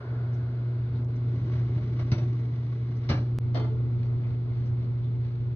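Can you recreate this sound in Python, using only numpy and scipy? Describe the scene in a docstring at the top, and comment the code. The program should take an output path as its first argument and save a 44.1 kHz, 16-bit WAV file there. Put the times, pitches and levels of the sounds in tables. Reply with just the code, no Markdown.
"""An open oven hums and its fan blows while a wire rack with a glass loaf pan is drawn out with a cloth.
The rack grinds and rumbles along its runners, bumps over a catch, clanks against its stop and rattles
as the pan is lifted. The hum is mains harmonics; air, friction and cloth are shaped noise; knocks are
damped modes, wire buzz and wall thuds. The steel cavity and the kitchen answer.
Once the sound cuts out for a moment with a click."""
import sys
import numpy as np
from scipy import signal
from scipy.fft import rfft, irfft, next_fast_len
from scipy.io import wavfile
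from scipy.ndimage import map_coordinates

SR = 44100
rng = np.random.default_rng(int(sys.argv[2]) if len(sys.argv) > 2 else 0)


def to_wav(sig):
    """Store sig (one row per channel, or 1-D mono) as 16-bit WAV at the path in sys.argv[1].

    Samples outside -1..1 are clipped; the rate is SR.
    """
    pcm = np.clip(np.atleast_2d(sig), -1, 1) * 32767
    pcm = np.round(pcm).astype(np.int16)
    wavfile.write(sys.argv[1], SR, pcm.T)  # frames by channels


N = 244789
TIME_S = np.arange(N) / SR
CUT_S = 3.387


def amp(db):
    """dB to gain."""
    return 10 ** (np.asarray(db) / 20)


def unit(x):
    """Scale to rms 1."""
    return x / np.sqrt(np.mean(x ** 2) + 1e-20)


def along(points, hz):
    """Interpolate (f/Hz, value) rows on a log axis."""
    f, values = np.transpose(points)
    return np.interp(np.log(hz + 1), np.log(f + 1), values)


def wobble(rate_hz):
    """Smooth random curve, rate_hz knots a second."""
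    knots = rng.standard_normal(int(N * rate_hz / SR) + 4)
    return map_coordinates(knots, [np.arange(N) * rate_hz / SR])


def filtered(x, response):
    """Apply the gain response(hz)."""
    n = x.shape[-1]
    size = next_fast_len(n + 8192)
    return irfft(rfft(x, size) * response(np.fft.rfftfreq(size, 1 / SR)), size)[..., :n]


def add(track, at_s, sound):
    """Mix a sound into the track."""
    part = track[:, round(at_s * SR):][:, :sound.shape[-1]]
    part += sound[:, :part.shape[-1]]


def noise(spectrum, size=N):
    """Noise pair of rms 1, shaped by (f/Hz, relative level/dB) rows."""
    white = rng.standard_normal((2, size))
    return unit(filtered(white, lambda hz: amp(along(spectrum, hz))))


def dying(x, t60s):
    """Fade each band by (f/Hz, t60/s) rows."""
    hz, t, bands = signal.stft(x, SR, nperseg=256)
    decay = amp(-60 * t / along(t60s, hz)[:, None])
    return signal.istft(bands * decay, SR, nperseg=256)[1][:, :x.shape[-1]]


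def resonances(peaks, hz):
    """Gain of (f/Hz, width/Hz, lift/dB) peaks on a flat response."""
    return amp(sum(db / (1 + (2 * (hz - centre) / width) ** 2) for centre, width, db in peaks))


def cavity(x, ripple_db, spacing_hz=45):
    """Standing waves in the steel box lift and sink narrow bands per channel; output rms 1."""
    knots = rng.standard_normal((2, SR // 20))

    def response(hz):
        ripple = np.array([map_coordinates(k, [hz / spacing_hz], mode="mirror") for k in knots])
        return amp(ripple_db * ripple * hz / (hz + 600))
    return unit(filtered(x, response))


def kitchen(x, low_cut_hz=220):
    """The room's diffuse tail, 10 ms late."""
    t60s = [(150, 0.094), (1000, 0.28), (6000, 0.43)]  # room decay: f/Hz, t60/s
    tail = dying(rng.standard_normal((2, SR // 2)), t60s)
    tail = np.pad(tail / np.linalg.norm(tail[0]), ((0, 0), (SR // 100, 0)))
    reverb = signal.fftconvolve(x, tail, axes=1)[:, :N]
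    return filtered(reverb, lambda hz: hz ** 2 / (hz ** 2 + low_cut_hz ** 2))


def nearness_db():
    """Level change as the microphone nears and leaves the oven's mouth."""
    path = [(0, -0.5), (.6, -0.5), (1.7, 1.5), (2.75, -2), (3.3, 1), (3.8, 2), (4.3, 1), (4.95, 0),
            (5.55, -1.5)]  # t/s, level/dB
    return np.interp(TIME_S, *np.transpose(path))


def hum(hum_hz=120, lead_s=0.00016, waver_db=0.6):
    """The fan motor buzzes at twice the mains rate, left port first; its overtones waver."""
    harmonics = [(1, 1.5), (2, -22.5), (3, -22.5), (4, -41.5), (5, -44.5), (6, -49.5)]  # order, relative level/dB
    near_db = nearness_db()
    phase = 2 * np.pi * hum_hz * (TIME_S - CUT_S + np.array([[.5], [-.5]]) * lead_s)
    tone = -amp(harmonics[0][1]) * np.cos(phase)
    for order, db in harmonics[1:]:
        octave_db = 0.33 + near_db if order == 2 else 0
        tone += amp(db + octave_db + wobble(3.9)) * np.sin(order * phase + 0.34 * wobble(9.1))
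    return np.sqrt(2) * amp(-29 + 0.8 * near_db + waver_db * wobble(8.3)) * tone


def fan(rumble_db=-38.5, rush_db=-58.5, hiss_db=-64, hiss_fall_db_per_s=0.66):
    """Moving air: cavity rumble, vent rush and a slowly fading hiss, all through the duct."""
    # air spectra: f/Hz, level/dB
    rumble_shape = [(20, -24.5), (40, 0), (60, 3), (100, 9.5), (145, 3), (180, -7), (230, -3), (270, -5),
                    (310, -9), (380, -12), (450, -11), (520, -29), (800, -63)]
    rush_shape = [(300, -28), (480, 1.5), (620, 0.5), (720, -0.5), (830, 0), (1100, -4.5), (1450, -7),
                  (1800, -11.5), (2250, -15.5), (2700, -34), (5000, -52.5)]
    hiss_shape = [(1200, -27.5), (2100, 7.5), (2700, 5), (3200, 2.5), (4200, 2), (4800, 0), (5400, -9),
                  (6100, -13), (7000, -32), (8000, -38)]
    duct = [(453, 18, 2), (563, 100, 5), (1090, 30, 6.5), (1330, 150, 4.5), (1380, 130, 0), (1980, 78, 2.5),
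            (2150, 110, 3.5), (2750, 300, 0), (4070, 52, 6.5), (5700, 700, 2)]  # duct and cavity resonances: f/Hz, width/Hz, lift/dB
    near_db = nearness_db()
    flutter_db = .6 * wobble(10)
    rumble = amp(rumble_db + 0.87 * near_db + 0.81 * wobble(6.2)) * noise(rumble_shape)
    rush = amp(rush_db + 0.97 * near_db + flutter_db) * cavity(noise(rush_shape), ripple_db=3)
    hiss_gain = amp(hiss_db + 0.43 * near_db - hiss_fall_db_per_s * TIME_S)
    hiss = hiss_gain * cavity(noise(hiss_shape), ripple_db=2.2)
    return filtered(rumble + rush + hiss, lambda hz: resonances(duct, hz))


def draught(level_db=-47, fall_db_per_s=8, gust_db=3, gust_s=.25):
    """Air from the open door starts with a gust and dies away."""
    spectrum = [(200, -7), (350, 10.5), (450, 5.5), (530, -3.5), (630, 5), (780, -3.5), (1050, -3),
                (1250, -6.5), (1420, 0.5), (1650, -6), (1850, -13.5), (2200, -15.5), (2800, -41)]  # broad rush: f/Hz, level/dB
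    gust = np.exp(-TIME_S / gust_s)
    return amp(level_db - fall_db_per_s * TIME_S + gust_db * gust) * noise(spectrum)


def cloth(start_s=3.8, rise_s=.2, level_db=-68, clump_db=4, grain_db=3.5):
    """The cloth rustles in uneven clumps while the pan is carried."""
    spectrum = [(500, -20.5), (1200, -1.5), (2200, 0.5), (3000, -4), (4000, -3.5), (5000, -10.5),
                (7000, -26.5)]  # rustle: f/Hz, level/dB
    grip = np.clip((TIME_S - start_s) / rise_s, 0, 1)
    creases = amp(clump_db * wobble(16) + grain_db * wobble(220))
    return amp(level_db) * grip * unit(creases * cavity(noise(spectrum), ripple_db=4))


def scuffs_and_tick(min_width_oct=0.14, click_s=.0018):
    """Light scuffs, and one sharp tick as the treble briefly dips: band noise, broader when briefer."""
    bursts = [(0.328, -68, 5400, 0.026), (.945, -63.5, 3830, 0.031), (1.046, -54.5, 4100, .0015),
              (1.157, -66.5, 5700, 0.01), (2.958, -68.5, 5400, 0.02), (4.046, -71, 4570, 0.019),
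              (4.233, -58, 2200, 0.023), (4.649, -70, 5390, 0.028), (5.03, -63.5, 3500, 0.029)]  # t/s, level/dB, f/Hz, length/s
    track, t = np.zeros((2, N)), np.arange(SR // 4) / SR
    for at_s, db, centre_hz, length_s in bursts:
        width_oct = min_width_oct + click_s / length_s
        band = lambda hz: 1 / (1 + (np.log2((hz + 1) / centre_hz) / width_oct) ** 2)
        burst = unit(filtered(rng.standard_normal((2, len(t))), band))
        age = 2 * t / length_s
        add(track, at_s, amp(db) * age * np.exp(1 - age) * burst)
    return track


def rack_speed(start_s=1.2, rise_s=0.16, ease_s=2.28, ease_db_per_s=4.5, stop_s=3.09, halt_s=.04):
    """One pull, 0 to 1: the rack gathers speed, runs, eases off and meets the stop."""
    gather = np.clip((TIME_S - start_s) / rise_s, 0, 1)
    ease = amp(-ease_db_per_s * np.maximum(TIME_S - ease_s, 0))
    halt = np.clip(1 - (TIME_S - stop_s) / halt_s, 0, 1)
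    return gather * ease * halt


def runners(friction_db=-57, rolling_db=-42):
    """The runners grind in tiny catches that make them sing; the rolling rack shakes the walls."""
    # friction and rolling spectra: f/Hz, level/dB
    friction_shape = [(300, -16), (600, 4.5), (850, 1), (1150, 7), (1700, 4.5), (2150, -2.5), (2800, -1),
                      (4000, -6), (5000, -9), (5900, -14.5), (7000, -36.5)]
    rolling_shape = [(30, -22.5), (70, 7), (140, 8.5), (230, -3.5), (340, 5.5), (450, -9.5), (800, -44)]
    singing = [(365, 70, 15), (596, 84, 10.5), (690, 100, 7), (950, 84, 3.5), (1122, 58, 9.5),
               (1983, 110, 7.5), (2200, 130, 10), (4000, 150, 6.5), (5800, 900, 5)]  # runner resonances: f/Hz, width/Hz, lift/dB
    tight_spots = [(1.553, 6, 0.079), (2.005, 13, 0.03), (3.083, 6.5, 0.061)]  # harder scraping: t/s, lift/dB, half length/s
    speed = rack_speed()
    tight_db = sum(db * np.exp(-((TIME_S - at_s) / half_s) ** 2) for at_s, db, half_s in tight_spots)
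    catches = amp(2.8 * wobble(160) + .8 * wobble(25))
    grind = unit(filtered(catches * noise(friction_shape), lambda hz: resonances(singing, hz)))
    friction = speed * amp(friction_db + tight_db) * cavity(grind, ripple_db=2.2)
    rolling = speed ** 2 * amp(rolling_db + 0.47 * wobble(19)) * noise(rolling_shape)
    return friction + rolling


def ringing(modes, t, tilt_db, scatter_db=2, linewidth_at_2k_hz=22):
    """Damped modes at new strengths for every blow; loose contacts make their phases wander."""
    ring = 0
    for hz, db, t60_s in modes:
        strength = amp(db + tilt_db(hz) + scatter_db * rng.standard_normal((2, 1)))
        step_rad = np.sqrt(2 * np.pi * linewidth_at_2k_hz * hz / 2000 / SR)
        wander = step_rad * np.cumsum(rng.standard_normal((2, len(t))), axis=1)
        phase = 2 * np.pi * (hz * t + rng.random((2, 1))) + wander
        ring = ring + strength * amp(-60 * t / t60_s) * np.sin(phase)
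    return ring


def clank(modes, t, tilt_db_per_oct, attack_s, ring_db=-8.5, buzz_db=-2):
    """One contact rings the struck part and sets the wires buzzing."""
    buzz_shape = [(60, 2), (150, 6), (330, 8.5), (500, 3), (800, 2), (1300, -2.5), (2100, -5.5),
                  (3200, -10.5), (4300, -8), (5700, -12), (6600, -28), (7400, -36.5)]  # wire spectrum: f/Hz, level/dB
    buzz_t60s = [(200, 0.32), (1000, 0.23), (3000, 0.13), (6500, 0.062)]  # wire decay: f/Hz, t60/s
    tilt_db = lambda hz: tilt_db_per_oct * np.log2(np.clip(hz, 1000, 6000) / 1500)
    wires = cavity(noise(buzz_shape, size=len(t)), ripple_db=4.5)
    buzz = dying(filtered(wires, lambda hz: amp(tilt_db(hz))), buzz_t60s)
    attack = 1 - np.exp(-t / attack_s)
    return (amp(ring_db) * ringing(modes, t, tilt_db) + amp(buzz_db) * buzz) * attack


def knocks(contacts=5, gap_growth=1.7, loss_power=1.83, dulling_per_oct=.4):
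    """Each knock is a first touch, then ever slower, weaker, duller rebounds that thump the walls."""
    # modes of steel catch, wire rack, glass pan on the wires, oven walls: f/Hz, level/dB, t60/s
    catch_modes = [(214, -3.5, 0.46), (335.3, 10, 0.57), (601, 2, 0.27), (753, -3, 0.41),
                   (1160, -16.5, .28), (1670, -15, 0.27), (2045, -1.5, 0.069), (2200, -5, 0.21),
                   (2650, -12, 0.24), (3530, -13, 0.24), (3830, -16.5, .3), (5790, -14.5, 0.18)]
    rack_modes = [(230, 0.5, 0.5), (303.3, -2, 1), (540, -7.5, 0.39), (600, 2.5, 0.23), (732, -13.5, 0.41),
                  (880, -19, .3), (1210, -4.5, 0.21), (1325, -13.5, 0.39), (1614, -4.5, 0.25),
                  (1710, -11, 0.32), (2117, -12.5, 0.23), (2130, -6.5, 0.11), (2333, -8, .3),
                  (2770, -19, 0.19), (2790, -16.5, .25), (2900, -15, 0.2), (4040, -17.5, .3),
                  (4360, -22, .3), (5500, -23.5, 0.1), (5770, -32, 0.28), (6000, -31, 0.25)]
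    pan_modes = [(264, -1.5, .45), (324, 3.5, 0.56), (435, 1.5, 0.98), (622, -1, .35), (688, 7, 0.19),
                 (876, -4, 0.34), (1175, -4, 0.25), (1370, -10, 0.64), (2084, -4, .25), (3140, -14, 0.35),
                 (3320, -16, 0.24), (3500, -11.5, 0.37), (4240, -12, .22), (4400, -13, 0.35)]
    wall_modes = [(97.6, -1, 0.15), (127.9, 7, 0.068), (184, -9.5, 0.2)]
    # t/s, clank/dB, thud/dB, tilt/(dB/oct), first gap/s, first rebound loss/dB, part
    blows = [(1.759, -49, -26, -4, .004, 11, "catch"), (2.116, -36, -18.5, 4, .005, 4, "catch"),
             (2.18, -43, -41, 1, .006, 5.5, "catch"), (2.217, -53, -29.5, 0.5, .005, 7.5, "catch"),
             (3.089, -26.5, -15, 3.5, .008, 1.25, "rack"), (3.544, -32.5, -39.5, 0.5, 0.0093, 0.74, "pan")]
    # modes, time for the weight to bear on the walls/s, first touch gain/dB
    parts = {"catch": (catch_modes, .0022, 2), "rack": (rack_modes, .0087, -3),
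             "pan": (pan_modes, .0056, -4)}
    track, t = np.zeros((2, N)), np.arange(SR // 2) / SR
    walls = sum(amp(db - 60 * t / t60_s) * np.sin(2 * np.pi * hz * t) for hz, db, t60_s in wall_modes)
    for at_s, clank_db, thud_db, tilt_db_per_oct, gap_s, loss_db, part in blows:
        modes, push_s, first_db = parts[part]
        thud = walls * (1 - np.exp(-t / push_s))
        lost_db = loss_db * np.arange(contacts) ** loss_power
        for k in range(contacts):
            tilt = tilt_db_per_oct - dulling_per_oct * lost_db[k]
            ring = amp(clank_db - lost_db[k]) * clank(modes, t, tilt, attack_s=push_s / 4)
            if k == 0:
                add(track, at_s, amp(first_db) * ring)
            else:
                add(track, at_s, ring + amp(thud_db - lost_db[k - 1]) * thud)
            at_s += gap_s * gap_growth ** k
    return track


def treble_dip(x, start_s=1.03, end_s=1.087, dip_db=-7, above_hz=1300):
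    """The treble sinks briefly."""
    depth = np.clip(np.minimum(TIME_S - start_s, end_s - TIME_S) / .005, 0, 1)
    treble = filtered(x, lambda hz: 1 - 1 / (1 + (hz / above_hz) ** 6))
    return x - depth * (1 - amp(dip_db)) * treble


def bass_swell(x, below_hz=300, start_db=-15, swell_s=0.11):
    """The bass swells in at the start."""
    gain = amp(start_db * np.clip(1 - TIME_S / swell_s, 0, 1))
    bass = filtered(x, lambda hz: 1 / (1 + (hz / below_hz) ** 4))
    return x - (1 - gain) * bass


def ports(pair):
    """Two microphone ports: unrelated signals become left and right, alike in bass, apart in treble."""
    width = [(80, -29), (190, -19), (300, -16), (450, -10), (600, -5.5), (800, -2), (1300, -1), (2000, 1),
             (2600, 4), (3500, -2), (4400, 2), (5200, 7), (6000, -1), (6600, -3)]  # f/Hz, side over mid/dB
    quadrature = [(130, .9), (300, .4), (550, -0.15), (1000, 0.014), (1700, 0.29), (2600, 1), (3300, 0.17),
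                  (4200, .2), (5500, -0.49), (6200, .5), (7000, .2)]  # f/Hz, share of the side a quarter cycle ahead
    balance = [(250, -4.5), (550, 1.2), (1100, 0), (2200, 1.5), (4000, 0.1), (6100, -.7)]  # f/Hz, left over right/dB
    lead = lambda hz: np.clip(along(quadrature, hz), -1, 1)
    coherent = filtered(pair[0], lambda hz: 1j * lead(hz))
    diffuse = filtered(pair[1], lambda hz: np.sqrt(1 - lead(hz) ** 2))
    angle = lambda hz: np.arctan(amp(along(width, hz)))
    mid = filtered(pair[0], lambda hz: np.cos(angle(hz)))
    side = filtered(coherent + diffuse, lambda hz: np.sin(angle(hz)))
    lean = lambda hz: amp(along(balance, hz) * np.array([[.5], [-.5]]))
    return filtered(np.array([mid + side, mid - side]), lean)


def mono_bass(x, start_hz=680, sink_hz_per_s=75):
    """Until the cut the bass is mono below a slowly sinking edge."""
    hz, t, bands = signal.stft((x[0] - x[1]) / 2, SR, nperseg=1024)
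    edge_hz = np.maximum(start_hz - sink_hz_per_s * t, 100)
    slope = (hz[:, None] / edge_hz) ** 4
    side_gain = np.where(t < CUT_S, slope / (1 + slope), 1)
    side = signal.istft(bands * side_gain, SR, nperseg=1024)[1][:N]
    return x.mean(axis=0) + np.array([side, -side])


def scene(room_db=-10.5):
    """Rack, pan and cloth in the kitchen, over the running oven."""
    foreground = knocks() + scuffs_and_tick() + cloth()
    air = treble_dip(fan() + draught())
    room = amp(room_db) * kitchen(foreground)
    return bass_swell(ports(foreground + room + runners() + air) + hum())


def record(dry, low_hz=30, top_hz=6800, hiss_db=-95.5, mute_s=.005, return_s=.019):
    """No deep bass, a dull top, faint whine and hiss; the sound cuts with a click and swells back."""
    whine_tones = [(9480, -92), (9720, -93)]  # electrical whine: f/Hz, peak level/dB
    fades = np.clip(np.minimum(TIME_S, TIME_S[-1] - TIME_S) / .008, 0, 1)
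    passband = lambda hz: hz ** 2 / (hz ** 2 + low_hz ** 2) / np.sqrt(1 + (hz / top_hz) ** 50)
    dull = filtered(mono_bass(dry) * fades, passband)
    whine = sum(amp(db) * np.sin(2 * np.pi * hz * TIME_S) for hz, db in whine_tones)
    hiss = amp(hiss_db) * noise([(7000, -1), (9000, -2.5), (10000, -10.5), (14000, -25), (15000, -42)])[0]
    cut = np.clip((CUT_S - TIME_S) / .000022, 0, 1)  # one-sample drop: the click
    recovery = np.clip((TIME_S - CUT_S - mute_s) / return_s, 0, 1)
    lowpass = signal.butter(12, 15500, fs=SR, output="sos")
    return signal.sosfilt(lowpass, (dull + whine + hiss) * (cut + recovery))


dry = scene()
out = record(dry)
to_wav(out)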